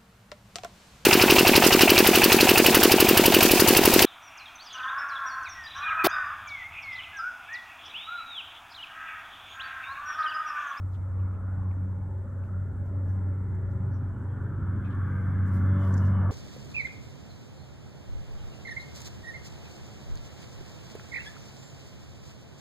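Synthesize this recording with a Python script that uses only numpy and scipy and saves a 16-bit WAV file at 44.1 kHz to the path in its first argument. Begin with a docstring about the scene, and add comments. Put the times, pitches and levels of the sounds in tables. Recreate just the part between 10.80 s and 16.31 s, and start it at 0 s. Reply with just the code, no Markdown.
"""A propeller drones on one slowly rising note: an aircraft coming in low over a lake on a calm day,
heard from a stereo microphone on the shore. The blade passages make the note, and moving air fades its
overtones in and out. Uneven firing throbs against it, the exhaust rumbles beneath, and the rush of the
blades' vortices brightens as it nears. Close to the microphone are a faint hiss, rustles and ticks;
thin high tones come and go in the second half."""
import sys
import numpy as np
from scipy import signal
from scipy.fft import rfft, irfft
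from scipy.io import wavfile
from scipy.ndimage import uniform_filter1d

SR = 44100
rng = np.random.default_rng(int(sys.argv[2]) if len(sys.argv) > 2 else 0)


def wrap_up_sound(samples):
    """Save the sound to the file named by the first command line argument, as 16-bit audio."""
    columns = np.atleast_2d(samples).T
    # keep every value between -1 and 1, then stretch to whole-number steps
    tamed = np.clip(columns, -1, 1)
    steps = np.round(tamed * 32767).astype(np.int16)
    wavfile.write(sys.argv[1], SR, steps)


N = 242988
TIME = np.arange(N) / SR

# blade passage rate: (time [s], rate [Hz])
BLADE_RATE = [(0, 93.5), (.9, 93.75), (2, 94.25), (3, 94.3), (3.5, 94.7), (4.3, 94.7), (5, 95.25),
              (5.51, 95.4)]
# the blade note at the shore, swelling and sinking in the moving air: (time [s], level [dB])
NOTE_LEVEL = [(0, -30.5), (.1, -32.5), (.3, -32), (.43, -27.5), (.54, -32.5), (.88, -28), (1.05, -30.5),
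              (1.3, -33.5), (1.53, -34.5), (1.6, -28), (1.69, -38.5), (1.75, -28.5), (1.87, -34.5),
              (2.05, -32), (2.2, -28), (2.52, -28.5), (2.65, -31), (2.95, -30), (3.3, -31), (3.39, -36),
              (3.48, -32.5), (3.555, -33.5), (3.62, -31.5), (3.75, -34.5), (3.95, -28.5), (4.13, -34),
              (4.19, -26.5), (4.26, -34.5), (4.36, -26.5), (4.43, -29), (4.78, -23.5), (5.25, -22.5),
              (5.51, -23.5)]
# its octave, which fades on its own: (time [s], level [dB])
OCTAVE_LEVEL = [(0, -61), (.33, -53), (.45, -48.5), (.8, -46.5), (1.099, -43.5), (1.501, -59.5),
                (1.749, -46), (2.15, -65), (2.37, -44), (2.62, -46), (2.77, -52), (3, -47), (3.369, -53.5),
                (3.899, -44), (4.199, -45), (4.849, -34.5), (5.15, -32.5), (5.51, -37.5)]
# quick fading of the note, then of its octave: (depth [ratio], rate [Hz])
LOW_FADING = [(.14, 11), (.26, 8)]
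# higher tones of the note: (multiple [of blade rate], relative level [dB])
OVERTONES = [(3, -9.5), (4, -19.5), (5, -22.5), (6, -20.5), (7, -21.5), (8, -26), (9, -25), (10, -22),
             (11, -20), (12, -21), (13, -23.5), (14, -23), (15, -21.5), (16, -30), (17, -33), (18, -23),
             (20, -43), (22, -36), (24, -44)]
# single overtones swelling briefly: (peak [s], multiple [of blade rate], level [dB], rise and fall [s])
FLARES = [(0.919, 3, -56, 0.26), (1.399, 4, -61, .14), (2.2, 3, -50, 0.073), (2.749, 4, -57.5, 0.24),
          (4.38, 5, -63.5, 0.17), (4.87, 3, -50.5, 0.25), (4.95, 6, -56, 0.18), (5.099, 4, -56.5, .25),
          (5.1, 10, -63.5, .3), (5.15, 12, -57, .35)]
# how near the aircraft is to the microphone: (time [s], nearness [0 far, 1 near])
NEARNESS = [(0, 0.018), (1.3, 0.22), (2.7, .5), (3.4, 0.61), (4.3, 0.97), (5.51, 1)]
# engine tones: (multiple [of blade rate], far level [dB], near level [dB])
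ENGINE_ORDERS = [(.5, -53, -55), (0.762, -50, -59), (1.499, -71.5, -40.5)]
# shape of the exhaust's spectrum on the approach: (frequency [Hz], far [dB], midway [dB], near [dB])
EXHAUST_SPECTRA = [(20.2, -7, -9, -11.5), (36.3, -3.5, -6.5, -6.5), (48.5, 8, 4.5, 1), (59, 13, 7, -2),
                   (77, 14.5, 8.5, 9), (100, 14.5, 9.5, 11), (125, 13, 4.5, 5), (162, 1, 2.5, 3),
                   (210, -0.5, 2, 4.5), (267, -1.5, 2, -0.5), (298, -4.5, -6.5, -5.5),
                   (344, -8.5, -10.5, -7.5), (383, -8.5, -3.5, -13.5), (494, -8, -17, -17),
                   (567, -6.5, -10, -20), (745, -28, -31, -38.5)]
# how alike the aircraft's noise is left and right: (frequency [Hz], correlation [0 to 1])
STEREO_LIKENESS = [(25, 0.5), (60, 0.7), (150, 1), (300, 0.99), (500, 0.9), (1200, 0.89), (1700, .9),
                   (2200, 0.51), (4000, 0.43)]
# shape of the blade rush's spectrum: (frequency [Hz], far [dB], midway [dB], near [dB])
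RUSH_SPECTRA = [(296, -27, -23, -18.5), (545, -4, -1, -11.5), (737, 2.5, -6, -13.5), (820, 2.5, 3.5, -10),
                (1170, -3.5, -8.5, -3), (1410, 0.5, -0.5, -3.5), (1620, -8.5, -5.5, -5.5),
                (1757, -10, -6.5, -8.5), (1930, -14.5, -13, -18.5), (2100, -16.5, -19, -16),
                (2330, -22.5, -25, -25), (2490, -29.5, -32, -34), (2650, -34.5, -34, -33),
                (3370, -36, -33, -29.5), (3950, -46, -48.5, -48)]
# the rush growing over the water: (time [s], relative level [dB])
RUSH_LEVEL = [(0, -62.5), (.4, -58.5), (.74, -57), (1.38, -61.5), (1.75, -59.5), (2.7, -60), (3.3, -56),
              (3.6, -52), (4.13, -50.5), (4.27, -47), (4.4, -49), (5, -46.5), (5.51, -45.5)]
# a gliding hump in the rush: (time [s], centre [Hz])
RUSH_HUMP = [(0.08, 1170), (0.26, 1276), (1.35, 964), (1.73, 1368), (3.56, 1147), (4.14, 1458), (4.6, 1398),
             (5, 1263), (5.5, 1066)]
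# a raspy band at the rush's upper edge: (time [s], boost [dB], centre [Hz])
RUSH_RASP = [(0, 3, 2006), (.21, 8.5, 2143), (.33, 3.5, 2217), (.85, 3, 2203), (1.1, 1, 2134),
             (1.4, 5, 1945), (1.65, 0, 2000), (2.1, 2, 1997), (2.35, 6.5, 2100), (2.62, 14.5, 2100),
             (2.92, 8, 2033), (3.3, -2.5, 2004), (3.7, -2, 1898), (4, 0, 2208), (4.38, 8, 2190),
             (4.6, 6, 2150), (4.95, 6.5, 2026), (5.51, 0.5, 2000)]
# hiss on the shore: (frequency [Hz], relative level [dB])
HISS_SPECTRUM = [(2300, 3), (3500, 2), (4600, -5.5), (5700, -3), (6400, 0.5), (6900, -2.5), (7600, 5),
                 (8400, 2), (9500, -2.5), (11000, -7), (12500, -6.5), (15600, -7)]
# rustling close by: (frequency [Hz], relative level [dB])
RUSTLE_SPECTRUM = [(2000, -20), (3500, -4), (5500, 1), (7500, 0), (9500, -3), (11000, -1), (13000, -3),
                   (15600, -2)]
# where the rustling sits in the stereo image: (frequency [Hz], left minus right [dB])
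RUSTLE_PAN = [(3000, -1), (7000, -0.5), (10000, -5.5), (14000, 2)]
# single soft rustles: (peak [s], level [dB], rise [s], fall [s], tilt [dB per octave])
RUSTLE_STROKES = [(.1, -83, .2, .2, -2), (.15, -75.5, 0.029, 0.012, -7.5), (1.65, -77.5, 0.018, .03, -3.5),
                  (2.07, -79, .02, .024, -3.5), (2.311, -76.5, 0.054, .062, -1),
                  (2.915, -78, .01, 0.022, -8.5), (4.389, -79.5, 0.34, 0.3, 3),
                  (4.675, -74, 0.027, 0.022, 2), (4.76, -65.5, 0.049, 0.043, 1),
                  (4.87, -75, 0.054, 0.065, 1.5), (5.05, -67, 0.077, 0.14, -1.5),
                  (5.241, -71, 0.12, 0.1, -0.5), (5.47, -82.5, .12, 0.14, -0.5)]
# dry ticks and scuffs close by:
# (time [s], level before the envelope [dB], centre [Hz], decay [s], sharpness [Q], left minus right [dB])
TICKS = [(.128, -65, 3900, .012, 1.6, 4), (.138, -69, 5800, 0.013, 2, 0), (.143, -59, 3200, 0.009, 2.2, 3),
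         (.159, -59, 2700, .004, 1.6, 2), (.392, -67.5, 2600, .022, 3.4, 12),
         (0.537, -64.5, 2450, 0.02, 2.8, 7), (0.9125, -49, 2190, 0.0028, 3.8, 3.5),
         (1.6375, -52.5, 2400, 0.0018, 3, -0.5), (1.65, -68, 2700, .015, 3, 4),
         (2.75, -64, 7370, 0.0035, 1.8, -1.5), (4.04, -53.5, 2450, 0.026, 8, 2.5),
         (4.044, -61, 3400, 0.02, 3.8, 3), (4.099, -60, 3150, 0.027, 2.8, 6.5),
         (4.149, -62, 7800, 0.0023, 1, -1), (5.124, -60, 6700, .01, 2, 0),
         (5.141, -41, 6400, 0.0015, 3.1, -9.5), (5.164, -55.5, 5620, 0.024, 2.5, -9),
         (5.179, -42, 6000, 0.0014, 2, 2), (5.245, -60, 5300, .028, 1.3, -4)]
# brief thin high tones: (peak [s], level [dB], length [s], pitch [Hz], width [Hz])
WHISTLES = [(3.132, -81, 0.027, 4650, 447), (3.153, -75, 0.057, 5710, 750), (3.366, -82, 0.1, 2980, 197.7),
            (3.515, -76.5, 0.054, 3290, 119.6), (4.243, -83, 0.72, 3390, 129.6),
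            (4.97, -69.5, 0.19, 3420, 188), (5.033, -67, 0.17, 3030, 230),
            (5.24, -64.5, 0.063, 2900, 130.6), (5.36, -72, 0.22, 2920, 171), (5.4, -86, .2, 3400, 130)]


def gain_of(db):
    """Decibels to amplitude."""
    return 10 ** (np.asarray(db) / 20)


def unit_rms(x):
    """Scales to rms 1."""
    return x / np.sqrt(np.mean(x ** 2) + 1e-20)


def curve(rows, t=TIME, column=1):
    """One column of a time table, joined by straight lines."""
    rows = np.asarray(rows, float)
    return np.interp(t, rows[:, 0], rows[:, column])


def spectrum(rows, hz, column=1):
    """One column of a spectrum, joined on a log-frequency axis."""
    rows = np.asarray(rows, float)
    return np.interp(np.log(hz + 1), np.log(rows[:, 0] + 1), rows[:, column])


def swell(peak_s, rise_s, fall_s):
    """A smooth rise to 1 and fall back."""
    return np.exp(-((TIME - peak_s) / np.where(TIME < peak_s, rise_s, fall_s)) ** 2)


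def drift(rate_hz):
    """A random wander of rms 1, made of sines from an eighth of the rate to twice it."""
    t = np.linspace(0, TIME[-1], N // 200)
    rates = rate_hz * 2 ** rng.uniform(-3, 1, 20)
    wander = sum(np.sin(2 * np.pi * (f * t + rng.random())) * np.sqrt(f / (f + rate_hz / 2))
                 for f in rates)
    return np.interp(TIME, t, unit_rms(wander))


def grid(size):
    """Frame times (a column) and bin frequencies of a short-time spectrum."""
    hop = size // 4
    return np.arange(N // hop + 5)[:, None] * hop / SR, np.fft.rfftfreq(size, 1 / SR)


def noise(shape_db, likeness, patchy_db, size):
    """Stereo noise of rms 1, shaped over time and frequency and mottled by turbulence."""
    t, hz = grid(size)
    a, b, c, d, patches = rng.standard_normal((5, len(t), len(hz)))
    patches = uniform_filter1d(patches, size=14, axis=0)
    patches = unit_rms(uniform_filter1d(patches, size=9, axis=1))
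    left = a + 1j * b
    right = likeness * left + np.sqrt(1 - likeness ** 2) * (c + 1j * d)
    frames = np.array([left, right]) * gain_of(shape_db + patchy_db * patches)
    _, sound = signal.istft(frames.swapaxes(1, 2), nperseg=size, noverlap=size - size // 4)
    return unit_rms(sound[:, :N])


def approach(spectra, t, hz):
    """The far spectrum turns into the midway one, then into the near one."""
    place = 2 * curve(NEARNESS, t)
    return sum(np.maximum(1 - abs(place - k), 0) * spectrum(spectra, hz, column=k + 1) for k in range(3))


def fading(depth, rate_hz):
    """A direct path to the microphone plus a wandering scattered one: a complex gain of mean power 1."""
    scattered = depth * (drift(rate_hz) + 1j * drift(rate_hz)) / np.sqrt(2)
    return (1 + scattered) / np.sqrt(1 + depth ** 2)


def propeller(passages):
    """Blade passages make a harmonic drone that brightens as it nears; air scatters high tones more."""
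    note_db = curve(NOTE_LEVEL)
    overtone_db = -54 + .7 * (note_db + 30) + 1.5 * TIME  # shares the note's swells and grows steadily
    # each harmonic: (gain, fading depth, fading rate [Hz])
    harmonics = [(gain_of(note_db), *LOW_FADING[0]), (gain_of(curve(OCTAVE_LEVEL)), *LOW_FADING[1])]
    harmonics += [(gain_of(overtone_db + spectrum(OVERTONES, k)), .092 * k, 2.6 + .15 * k)
                  for k in range(3, 25)]
    out = np.zeros((2, N), complex)
    for k, (gain, depth, rate_hz) in enumerate(harmonics, 1):
        flare = sum(gain_of(db) * swell(peak_s, length, length)
                    for peak_s, multiple, db, length in FLARES if multiple == k)
        tone = (gain + flare) * fading(depth, rate_hz) * np.exp(2j * np.pi * (k * passages + rng.random()))
        spread = np.exp(1j * (.035 + .015 * k * drift(.93)))  # left and right paths differ slightly
        out += [tone * spread, tone / spread]
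    return np.sqrt(2) * out.real


def engine(passages):
    """Uneven firing adds wavering tones; the strongest comes in, beats against the note and eases off."""
    throb_multiple, start_s, rise_s, fall_db_per_s = 1.258, 1.88, 1.7, 5
    age = TIME - start_s
    throb_db = -37.5 - fall_db_per_s * np.maximum(age - rise_s, 0)
    throb = gain_of(-59.5) + np.clip(age / rise_s, 0, 1) * gain_of(throb_db)
    near = curve(NEARNESS)
    orders = [(k, gain_of(far_db + (near_db - far_db) * near)) for k, far_db, near_db in ENGINE_ORDERS]
    orders.append((throb_multiple, throb))
    tones = sum(gain * fading(depth=.55, rate_hz=4) * np.exp(2j * np.pi * k * passages)
                for k, gain in orders)
    return np.sqrt(2) * tones.real


def exhaust():
    """Turbulent exhaust rumbles across the lake, fuller as the aircraft nears."""
    level_db, growth_db_per_s = -38, 2.5
    t, hz = grid(size=4096)
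    rolloff_db = 30 * np.log2(np.maximum(hz / 800, 1))
    shape_db = approach(EXHAUST_SPECTRA, t, hz) + growth_db_per_s * t - rolloff_db
    gain = gain_of(level_db + .61 * drift(13))
    return gain * noise(shape_db, spectrum(STEREO_LIKENESS, hz), patchy_db=2, size=4096)


def blade_rush(passages):
    """Vortices shed by the blades: a rush with a gliding hump, pulsing faintly at the blade rate."""
    t, hz = grid(size=2048)
    hump_db = 5 * np.exp(-((hz - curve(RUSH_HUMP, t)) / 230) ** 2)
    rasp_db = curve(RUSH_RASP, t) * np.exp(-((hz - curve(RUSH_RASP, t, column=2)) / 310) ** 2)
    # a hoarse low roar opens up at close range
    roar_start_s, roar_db_per_s, roar_hz = 4.19, 10, 573
    roar_db = roar_db_per_s * np.maximum(t - roar_start_s, 0) * np.exp(-((hz - roar_hz) / 260) ** 2)
    rolloff_db = 20 * np.log2(np.maximum(hz / 3900, 1))
    shape_db = approach(RUSH_SPECTRA, t, hz) + curve(RUSH_LEVEL, t)
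    shape_db += hump_db + rasp_db + roar_db - rolloff_db
    pulsing = 1 + .08 * np.cos(2 * np.pi * passages) + .06 * drift(20)
    flow = noise(shape_db, spectrum(STEREO_LIKENESS, hz), patchy_db=2.2, size=2048)
    return gain_of(-50.5) * pulsing * flow * gain_of([[.2], [-.2]])


def shore_hiss():
    """A steady faint hiss, wide around the microphone."""
    _, hz = grid(size=256)
    return gain_of(-76) * noise(spectrum(HISS_SPECTRUM, hz), likeness=.071, patchy_db=1.5, size=256)


def rustles():
    """Soft grainy strokes near the microphone, some duller than others, over a faint constant stir."""
    t, hz = grid(size=256)
    strokes = [(gain_of(db) * swell(peak_s, rise, fall), tilt)
               for peak_s, db, rise, fall, tilt in RUSTLE_STROKES]
    envelope = gain_of(-89) + sum(gain for gain, _ in strokes)
    db_per_octave = sum(gain * tilt for gain, tilt in strokes) / envelope  # louder strokes set the colour
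    tilt_db = np.interp(t, TIME, db_per_octave) * np.log2(np.maximum(hz, 4000) / 7000)
    pan_db = np.array([[[.5]], [[-.5]]]) * spectrum(RUSTLE_PAN, hz)
    shape_db = spectrum(RUSTLE_SPECTRUM, hz) + pan_db + tilt_db
    rustle = noise(shape_db, likeness=.19, patchy_db=2.5, size=256)
    return rustle * envelope * gain_of(.99 * drift(70))


def ticks():
    """Each close tick is a quick, grainy burst through one resonance, with a faint wide crack."""
    length, crack_db, grain_db = SR // 4, -27.5, 1.5
    hz, age = np.fft.rfftfreq(length, 1 / SR), TIME[:length]
    out = np.zeros((2, N + length))
    for start_s, db, centre_hz, decay_s, sharpness, pan_db in TICKS:
        white = rng.standard_normal((2, length)) + .29 * rng.standard_normal(length)
        resonance = np.hypot(1, sharpness * (hz / centre_hz - centre_hz / (hz + 1))) ** -2.8
        crack = gain_of(crack_db) / np.hypot(1, hz / centre_hz)
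        coloured = irfft(rfft(white) * (resonance + crack), length)
        grains = gain_of(grain_db * unit_rms(uniform_filter1d(rng.standard_normal(length), size=70)))
        envelope = (1 - np.exp(-age / (.41 * decay_s))) * np.exp(-age / decay_s)
        gain = gain_of(db + pan_db * np.array([[.5], [-.5]])) * np.sqrt(np.mean(envelope ** 2))
        start = round(start_s * SR)
        out[:, start:start + length] += gain * unit_rms(coloured * grains * envelope)
    return out[:, :N]


def whistles():
    """Narrow bands of noise swell as fuzzy, fluttering high tones, a little right of centre."""
    _, hz = grid(size=1024)
    out = np.zeros((2, N))
    for peak_s, db, length, centre_hz, width_hz in WHISTLES:
        band_db = -35 * np.log10(1 + ((hz - centre_hz) / width_hz) ** 2)
        fuzz = noise(band_db, likeness=.5, patchy_db=2, size=1024)
        out += fuzz * gain_of(db) * swell(peak_s, length / 2, length / 2)
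    return out * gain_of([[-1.5], [1.5]])


def scene():
    """Over the lake, blades and engine follow one shaft; the shore adds its own small noises."""
    passages = np.cumsum(curve(BLADE_RATE)) / SR
    aircraft = propeller(passages) + engine(passages) + exhaust() + blade_rush(passages)
    return aircraft + whistles() + shore_hiss() + rustles() + ticks()


def record(dry):
    """The recorder's band limit cuts the highest treble."""
    lowpass = signal.firwin(511, cutoff=15750, window=("kaiser", 9), fs=SR)
    return signal.oaconvolve(dry, lowpass[None], "same")


dry = scene()
out = record(dry)
wrap_up_sound(out)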